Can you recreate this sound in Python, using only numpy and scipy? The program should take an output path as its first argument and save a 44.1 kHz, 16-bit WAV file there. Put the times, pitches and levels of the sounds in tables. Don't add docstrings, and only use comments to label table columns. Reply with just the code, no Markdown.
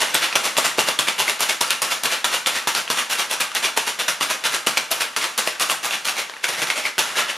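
import sys
import numpy as np
from scipy import signal
from scipy.fft import rfft, irfft
from scipy.io import wavfile

SR = 44100
rng = np.random.default_rng(int(sys.argv[2]) if len(sys.argv) > 2 else 0)


def wav_record(signal):
    frames = np.transpose(np.atleast_2d(signal))
    bounded = np.clip(frames, -1, 1)
    quanta = np.round(bounded * 32767).astype(np.int16)
    wavfile.write(sys.argv[1], SR, quanta)


N = 325008
SIZE = 8192
HZ = np.maximum(np.arange(SIZE // 2 + 1) * SR / SIZE, 1)
AGE = np.arange(SIZE) / SR


def from_db(db):
    return 10 ** (np.asarray(db) / 20)


def unit(x):
    return x / np.sqrt(np.sum(x ** 2) + 1e-20)


def at_hz(points):
    hz, value = np.transpose(points)
    return np.interp(np.log(HZ), np.log(hz), value)


def through(x, curve_db):
    cepstrum = irfft(np.log(from_db(curve_db)))
    cepstrum[1:SIZE // 2] *= 2
    cepstrum[SIZE // 2 + 1:] = 0
    response = irfft(np.exp(rfft(cepstrum)))
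    return signal.fftconvolve(x, response)[:len(x)]


def add(track, start_s, sound):
    start = max(0, round(start_s * SR))
    track[start:start + len(sound)] += sound[:N - start]


def collisions(per_s, spread_db, size):
    heights = from_db(spread_db * np.minimum(rng.exponential(1, size), 3.5))
    hits = rng.random(size) < per_s / SR
    return hits * heights * rng.choice([-1, 1], size)


def tilt(bass_db, treble_db, bass_edge_hz=1040, treble_edge_hz=4500):
    bass_shelf = 1 / (1 + (HZ / bass_edge_hz) ** 4)
    treble_slope = .62 * np.sqrt(np.log(1 + (HZ / treble_edge_hz) ** 4))
    return bass_db * bass_shelf + treble_db * treble_slope


# frequency_hz, relative_level_db
ROOM_SPECTRUM = [(25, 10), (120, 3), (400, -2), (2000, -30), (15000, -40)]

def room_tone(level_db=-77):
    rumble = [unit(through(noise, at_hz(ROOM_SPECTRUM))) for noise in rng.standard_normal((2, N))]
    return from_db(level_db) * np.sqrt(N) * np.array(rumble)


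# frequency_hz, t60_s
KITCHEN_DECAY = [(150, 0.44), (500, 0.2), (1200, 0.52), (3000, 0.31), (7000, 0.39), (15000, 0.2)]

def echoes(early_db, tail_db, build_s=0.0041, count=10):
    early = np.zeros(SIZE)
    early[(rng.uniform(.001, .012, count) * SR).astype(int)] = rng.standard_normal(count)
    spectrum, tail = rfft(rng.standard_normal(SIZE)), 0
    centres_hz, t60s = np.transpose(KITCHEN_DECAY)
    for band, t60_s in zip(np.eye(len(t60s)), t60s):
        band_noise = irfft(spectrum * np.interp(np.log(HZ), np.log(centres_hz), band))
        tail = tail + band_noise * from_db(-60 * AGE / t60_s)
    build_up = 1 - np.exp(-AGE / build_s)
    return from_db(early_db) * unit(early) + from_db(tail_db) * unit(tail * build_up)


def kitchen(blows, positions=40):
    responses = [(echoes(early_db=-11, tail_db=-7), echoes(early_db=-4, tail_db=-4))
                 for _ in range(positions)]
    direct, ahead, around = np.zeros((3, N))
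    for k, (start_s, sound) in enumerate(blows):
        add(direct, start_s, sound)
        for track, response in zip((ahead, around), responses[k % positions]):
            add(track, start_s, signal.fftconvolve(sound, response))
    return direct, ahead, around


# frequency_hz, side_gain_db
STEREO_WIDTH = [(60, -1), (200, -11), (700, -10), (2700, -10.5), (4000, -21), (6800, -22), (8500, -7.5),
                (15000, -6.5)]

def stereo_width(sound):
    return through(sound, at_hz(STEREO_WIDTH))


# frequency_hz, relative_level_db
RADIATION = [(30, -34), (90, -29), (140, -13.5), (330, -7), (520, -5), (1100, -1.32), (2400, 0.2),
             (4000, -2), (5100, -5), (7400, -6), (8400, -8.5), (10500, -9), (13000, -15), (16000, -28)]
# centre_hz, width_hz, lift_db
SHAKER_MODES = [(152.5, 21, 3), (239, 20, 4.5), (506, 220, 4), (634, 73, 3.5), (892, 150, 4.5),
                (1150, 95, 2.5), (1363, 18, 7.5), (1541, 47, 3.5), (2830, 196, 4), (3490, 84, 3.5),
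                (5780, 710, 2.5), (9830, 1600, 2)]

def shaker_body():
    peaks_db = sum(lift_db / (1 + (2 * (HZ - centre_hz) / width_hz) ** 2)
                   for centre_hz, width_hz, lift_db in SHAKER_MODES)
    return at_hz(RADIATION) + peaks_db


# time_s, level_db
SWILL_LEVELS = [(0, -29.5), (1.2, -37), (6.0, -38.5), (6.4, -42), (6.95, -42), (7.1, -30.5), (7.37, -35.5)]

def swill(body):
    ticks = collisions(per_s=5000, spread_db=1.5, size=N)
    rustle = through(ticks, body + tilt(bass_db=-2, treble_db=-5))
    level_db = np.interp(np.arange(N) / SR, *np.transpose(SWILL_LEVELS))
    return np.sqrt(N) * unit(rustle) * from_db(level_db)


def chips(direct, body, share_db=-5.5, settle_s=0.016):
    retained = np.exp(-1 / (settle_s * SR))
    agitation = signal.lfilter([1 - retained], [1, -retained], direct ** 2 + 1e-18)
    ticks = collisions(per_s=5000, spread_db=4, size=N)
    crackle = through(ticks, body + tilt(bass_db=-2.5, treble_db=-2.5))
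    return from_db(share_db) * np.sqrt(N * agitation) * unit(crackle)


def clack(pitch_hz, lift_db, ripple_db, width_octaves=.14, points=50):
    ripple = np.transpose([np.geomspace(150, 16000, points), rng.normal(0, ripple_db, points)])
    peak = np.exp(-.5 * (np.log2(HZ / pitch_hz) / width_octaves) ** 2)
    return lift_db * peak + at_hz(ripple)


def clatter(lift_db, centre_hz=2400, width_octaves=0.98):
    return lift_db / (1 + (np.log2(HZ / centre_hz) / width_octaves) ** 4)


def fresh_bass(start_s, lift_db=2, froth_s=0.27):
    return lift_db * np.exp(-start_s / froth_s)


def rings(starts, low_hz, high_hz, cycles, glide, size=2048):
    out, age = np.zeros(SIZE + size), AGE[:size]
    for start in starts:
        pitch_hz = low_hz * (high_hz / low_hz) ** rng.random()
        life = age * pitch_hz / cycles
        phase = 2 * np.pi * pitch_hz * age * (1 + glide * life / 2)
        out[start:start + size] += rng.normal() * from_db(-60 * life) * np.cos(phase)
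    return unit(out[:SIZE])


def push(rise_s, fall_s, first_touch=0):
    piled = np.minimum(AGE / max(rise_s, 1 / SR), 1)
    settling = np.exp(-np.maximum(AGE - rise_s, 0) / fall_s)
    return (first_touch + (1 - first_touch) * piled) * settling


def surge(force, body, low_hz, high_hz, clack_db, spread_db):
    clink_starts, bubble_starts = rng.choice(SIZE, (2, 12), p=force ** 2 / np.sum(force ** 2))
    clack_hz = low_hz * (high_hz / low_hz) ** rng.random()
    impacts = force * collisions(per_s=3600, spread_db=spread_db, size=SIZE)
    crackle = through(impacts, body + clack(clack_hz, clack_db, ripple_db=1.5))
    clinks = from_db(-12) * rings(clink_starts, low_hz=1190, high_hz=4180, cycles=41, glide=0)
    bubbles = from_db(-17) * rings(bubble_starts, low_hz=466, high_hz=1480, cycles=14.5, glide=0.09)
    return np.linalg.norm(force) * unit(unit(crackle) + clinks + bubbles)


def cube(body, clack_hz, clack_db, crunch_db=5, crunch_s=0.0013):
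    contact = from_db(crunch_db) * unit(rng.standard_normal(SIZE) * np.exp(-AGE / crunch_s))
    contact[0] += rng.choice([-1, 1])
    return unit(through(contact, body + clack(clack_hz, clack_db, ripple_db=1.8)))


# start_s, level_db, bass_db, treble_db, pitch_hz
CUBE_KNOCKS = [(0.145, -18, 7, 13, 3460), (0.151, -6.5, 6, -7, 3460), (0.327, -12, -2, -9, 2500),
               (0.355, -6.5, -11, -1, 3400), (0.359, -8.0, 8, -2, 3450), (0.568, -9, 0, -7, 3260),
               (0.584, -11.5, 12, -8, 550), (0.666, -17.5, 3, 1, 2780), (0.784, -10, 11, -18, 780),
               (0.791, -3.5, 4.5, -14, 814), (0.887, -12, 7, -1, 1620), (0.99, -7, -4, 0, 3340),
               (0.995, -14.0, 11.5, -2, 3310), (1.085, -5.5, -3, -7, 2740), (1.28, -7, -8, -11, 2220),
               (1.297, -10.5, -13, 2, 2240), (1.406, -20.5, 16.5, 14.5, 940), (1.612, -13, 5, 3, 810),
               (1.706, -12, -9, 7.5, 3670), (1.819, -20.5, 12, 12, 2770), (2.036, -25, 16, 18, 500),
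               (2.056, -12, -6, 1, 1650), (2.244, -7, 1.5, -6, 3440), (2.343, -15, 0, -1, 1480),
               (2.461, -7.5, -3.5, -7, 3620), (2.673, -10, 3, -4, 3460), (2.75, -11.0, -6, 2, 4190),
               (2.878, -15.5, -11, -8, 3040), (2.902, -13, 8, 4, 1010), (3.312, -19.5, 11.5, 11, 550),
               (3.406, -16, -3, 10, 1770), (3.517, -17.5, -11.5, -8, 1210), (3.55, -19.5, 2, 10, 1840),
               (3.555, -13, -9.5, -2, 3540), (3.567, -9.5, -19, -11, 1660), (3.775, -8, 4, 1, 790),
               (4.082, -9, -7, -5, 1670), (4.21, -11.5, 10, -12, 3280), (4.302, -16, -2, 1, 1530),
               (4.67, -8.5, 5.5, 0, 3100), (4.772, -5.5, -7, -6, 2320), (4.777, -9.5, -6.5, 3, 2380),
               (4.915, -25, 0, 17.5, 3360), (5.008, -13.5, 0, -3, 1540), (5.164, -11, 0, -1, 1160),
               (5.242, -12.5, 7, 0, 1280), (5.378, -20, 0.5, 13, 1230), (5.475, -9, 0, -4, 2320),
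               (5.598, -20, 6, 6, 1270), (5.698, -7, -7.5, -8, 2740), (5.909, -12, -4, -8, 2620),
               (5.934, -11, -2, -16, 2810), (6.054, -16.5, -9, 6.5, 1220), (6.085, -9, -9, -9, 2890),
               (6.297, -17.5, 1.5, -14, 1710), (6.338, -22, 0, -19, 2300), (6.366, -21.5, 1, -22, 2300),
               (6.442, -7, -6.5, -3.5, 2450), (6.624, -17, 11, 2, 2540), (6.702, -6, -8, -5, 2070),
               (6.853, -7, -16, -14, 2150), (6.981, -8.5, 2.5, -6, 1410), (6.995, -11.5, -2, -6, 3900)]

def knocks(body, gain_db=0.68, ring_db=9.5, loss_per_bass_db=0.44):
    millisecond_scale = np.sqrt(SR / 1000)
    for start_s, level_db, bass_db, treble_db, pitch_hz in CUBE_KNOCKS:
        contact = cube(body, pitch_hz, clack_db=ring_db - loss_per_bass_db * bass_db)
        knock = through(contact, tilt(bass_db, treble_db))
        yield start_s, from_db(level_db + gain_db) * millisecond_scale * knock


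# start_s, rise_s, level_db, clatter_db
LOOSE_TUMBLES = [(6.148, 0.049, -20.5, -1), (6.426, 0.021, -22, 0.5), (6.476, 0.014, -17.5, -5),
                 (6.515, 0.019, -24, 0.5), (6.558, 0.037, -22.5, -1.5), (6.616, 0.0037, -17.5, -1),
                 (6.668, 0.0031, -22, -1.5), (6.7, 0.0008, -22.0, 1), (6.743, 0.043, -21, -0.5),
                 (6.823, 0.038, -25, 3.5), (7.148, 0.047, -17, 1.5), (7.272, 0.024, -25.5, 5.5)]

def tumbles(body, gain_db=0.44):
    for start_s, rise_s, level_db, clatter_db in LOOSE_TUMBLES:
        force = push(rise_s, fall_s=0.021)
        rattle = surge(force, body, low_hz=1880, high_hz=2380, clack_db=5, spread_db=4)
        colour = tilt(bass_db=-2, treble_db=-1.6) + clatter(clatter_db)
        yield start_s, from_db(level_db + gain_db) * through(rattle, colour)


# start_s, rise_s, level_db, clatter_db
RETURN_SPILLS = [(0.203, 0.037, -19, 3.5), (0.428, 0.029, -17.5, -1.5), (0.638, 0.015, -14.5, -2.5),
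                 (0.858, 0.027, -17.5, -0.5), (1.067, 0.012, -21, 4.5), (1.258, 0.039, -19, -3),
                 (1.482, 0.016, -15.5, -0.5), (1.696, 0.012, -23.5, 7), (1.899, 0.019, -17, -1),
                 (2.085, 0.051, -20.5, 2.5), (2.298, 0.05, -19, 0), (2.526, 0.04, -21.5, 1.5),
                 (2.736, 0.039, -19.0, -1), (2.943, 0.049, -18.5, 0), (3.17, 0.028, -18.5, 1.5),
                 (3.396, 0.018, -18, 0.5), (3.617, 0.032, -17, 1), (3.862, 0.013, -18, -1),
                 (4.078, 0.0068, -14, -2), (4.285, 0.027, -18.0, -1), (4.504, 0.041, -18.5, -1),
                 (4.757, 0.017, -26.5, 5), (4.998, 0.0097, -16.5, -1), (5.193, 0.046, -23, 3),
                 (5.454, 0.022, -22, -1), (5.684, 0.027, -15.5, -6), (5.887, 0.054, -24, 2)]

def spills(body, gain_db=0.24):
    for start_s, rise_s, level_db, clatter_db in RETURN_SPILLS:
        force = push(rise_s, fall_s=0.023)
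        splash = surge(force, body, low_hz=985, high_hz=1820, clack_db=1, spread_db=3.5)
        colour = tilt(bass_db=-4 + fresh_bass(start_s), treble_db=-0.7) + clatter(clatter_db)
        yield start_s, from_db(level_db + gain_db) * through(splash, colour)


# start_s, rise_s, level_db, clatter_db
SLAM_STROKES = [(0, 0.023, -18.5, 1.5), (0.138, 0.014, -20, 2), (0.353, 0.0019, -17.5, -2),
                (0.567, 0.016, -16, -3.5), (0.775, 0.03, -19, -4), (0.988, 0.001, -17.5, -1.5),
                (1.181, 0.025, -18, 1), (1.392, 0.036, -19, -0.5), (1.607, 0.005, -15.5, -4),
                (1.818, 0.002, -15.5, -6), (2.033, 0.026, -21, 1.5), (2.243, 0.0028, -17.5, 0.5),
                (2.459, 0.011, -18, 1), (2.671, 0.01, -19.5, 2.5), (2.898, 0.016, -21, 1),
                (3.095, 0.034, -21.5, 1.5), (3.297, 0.036, -22, -1.5), (3.545, 0.027, -24.5, 4),
                (3.764, 0.012, -19.5, 1.5), (3.988, 0.017, -22.5, 4), (4.205, 0.022, -21.5, 4),
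                (4.438, 0.024, -21.5, 6.5), (4.664, 0.011, -18, -0.5), (4.906, 0.014, -18.5, -2),
                (5.162, 0.008, -19.5, -3.5), (5.376, 0.009, -16.5, -3), (5.596, 0.026, -18, 0.5),
                (5.829, 0.029, -21.5, -1), (6.047, 0.045, -23, 0.5), (6.98, 0.013, -17, 1)]

def thuds(band_hz=(25, 85), swell_s=0.0039, gain_db=-34.5, tiring_db_per_s=0.5):
    out = np.zeros(N)
    cushion = signal.butter(2, band_hz, "band", fs=SR, output="sos")
    for start_s, rise_s, level_db, _ in SLAM_STROKES:
        jolt = rng.standard_normal(SIZE) * AGE * np.exp(-AGE / swell_s)
        bump = signal.sosfilt(cushion, jolt)
        peak = from_db(level_db + gain_db - tiring_db_per_s * start_s)
        add(out, start_s + rise_s / 2, peak * bump / np.abs(bump).max())
    return out


def slams(body, gain_db=0.1, wash_db=-10):
    for start_s, rise_s, level_db, clatter_db in SLAM_STROKES:
        crash_force = push(rise_s, fall_s=0.014, first_touch=0.33)
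        crash = surge(crash_force, body, low_hz=450, high_hz=1350, clack_db=4, spread_db=4)
        crash = through(crash, clatter(clatter_db))
        wash_force = push(rise_s, fall_s=0.11, first_touch=0.1)
        wash = surge(wash_force, body, low_hz=1000, high_hz=1760, clack_db=5.5, spread_db=3)
        wash = from_db(wash_db) * through(wash, tilt(bass_db=-0.5, treble_db=-2))
        colour = tilt(bass_db=-1.1 + fresh_bass(start_s), treble_db=3)
        yield start_s, from_db(level_db + gain_db) * through(crash + wash, colour)


def scene():
    body = shaker_body()
    direct, ahead, around = kitchen([*slams(body), *spills(body), *tumbles(body), *knocks(body)])
    mid = direct + ahead + chips(direct, body) + swill(body) + thuds()
    side = stereo_width(around + chips(direct, body) + swill(body) + thuds())
    balance = from_db([[.15], [-.1]])
    return balance * np.array([mid + side, mid - side]) + room_tone()


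def record(dry, notch_hz=7850, ceiling=.92, cutoff_hz=15400):
    notched = signal.lfilter(*signal.iirnotch(notch_hz, Q=45, fs=SR), dry)
    rounded = notched / (1 + (notched / ceiling) ** 8) ** (1 / 8)
    low_pass = signal.ellip(10, .2, 80, cutoff_hz, fs=SR, output="sos")
    return signal.sosfilt(low_pass, rounded)


dry = scene()
out = record(dry)
wav_record(out)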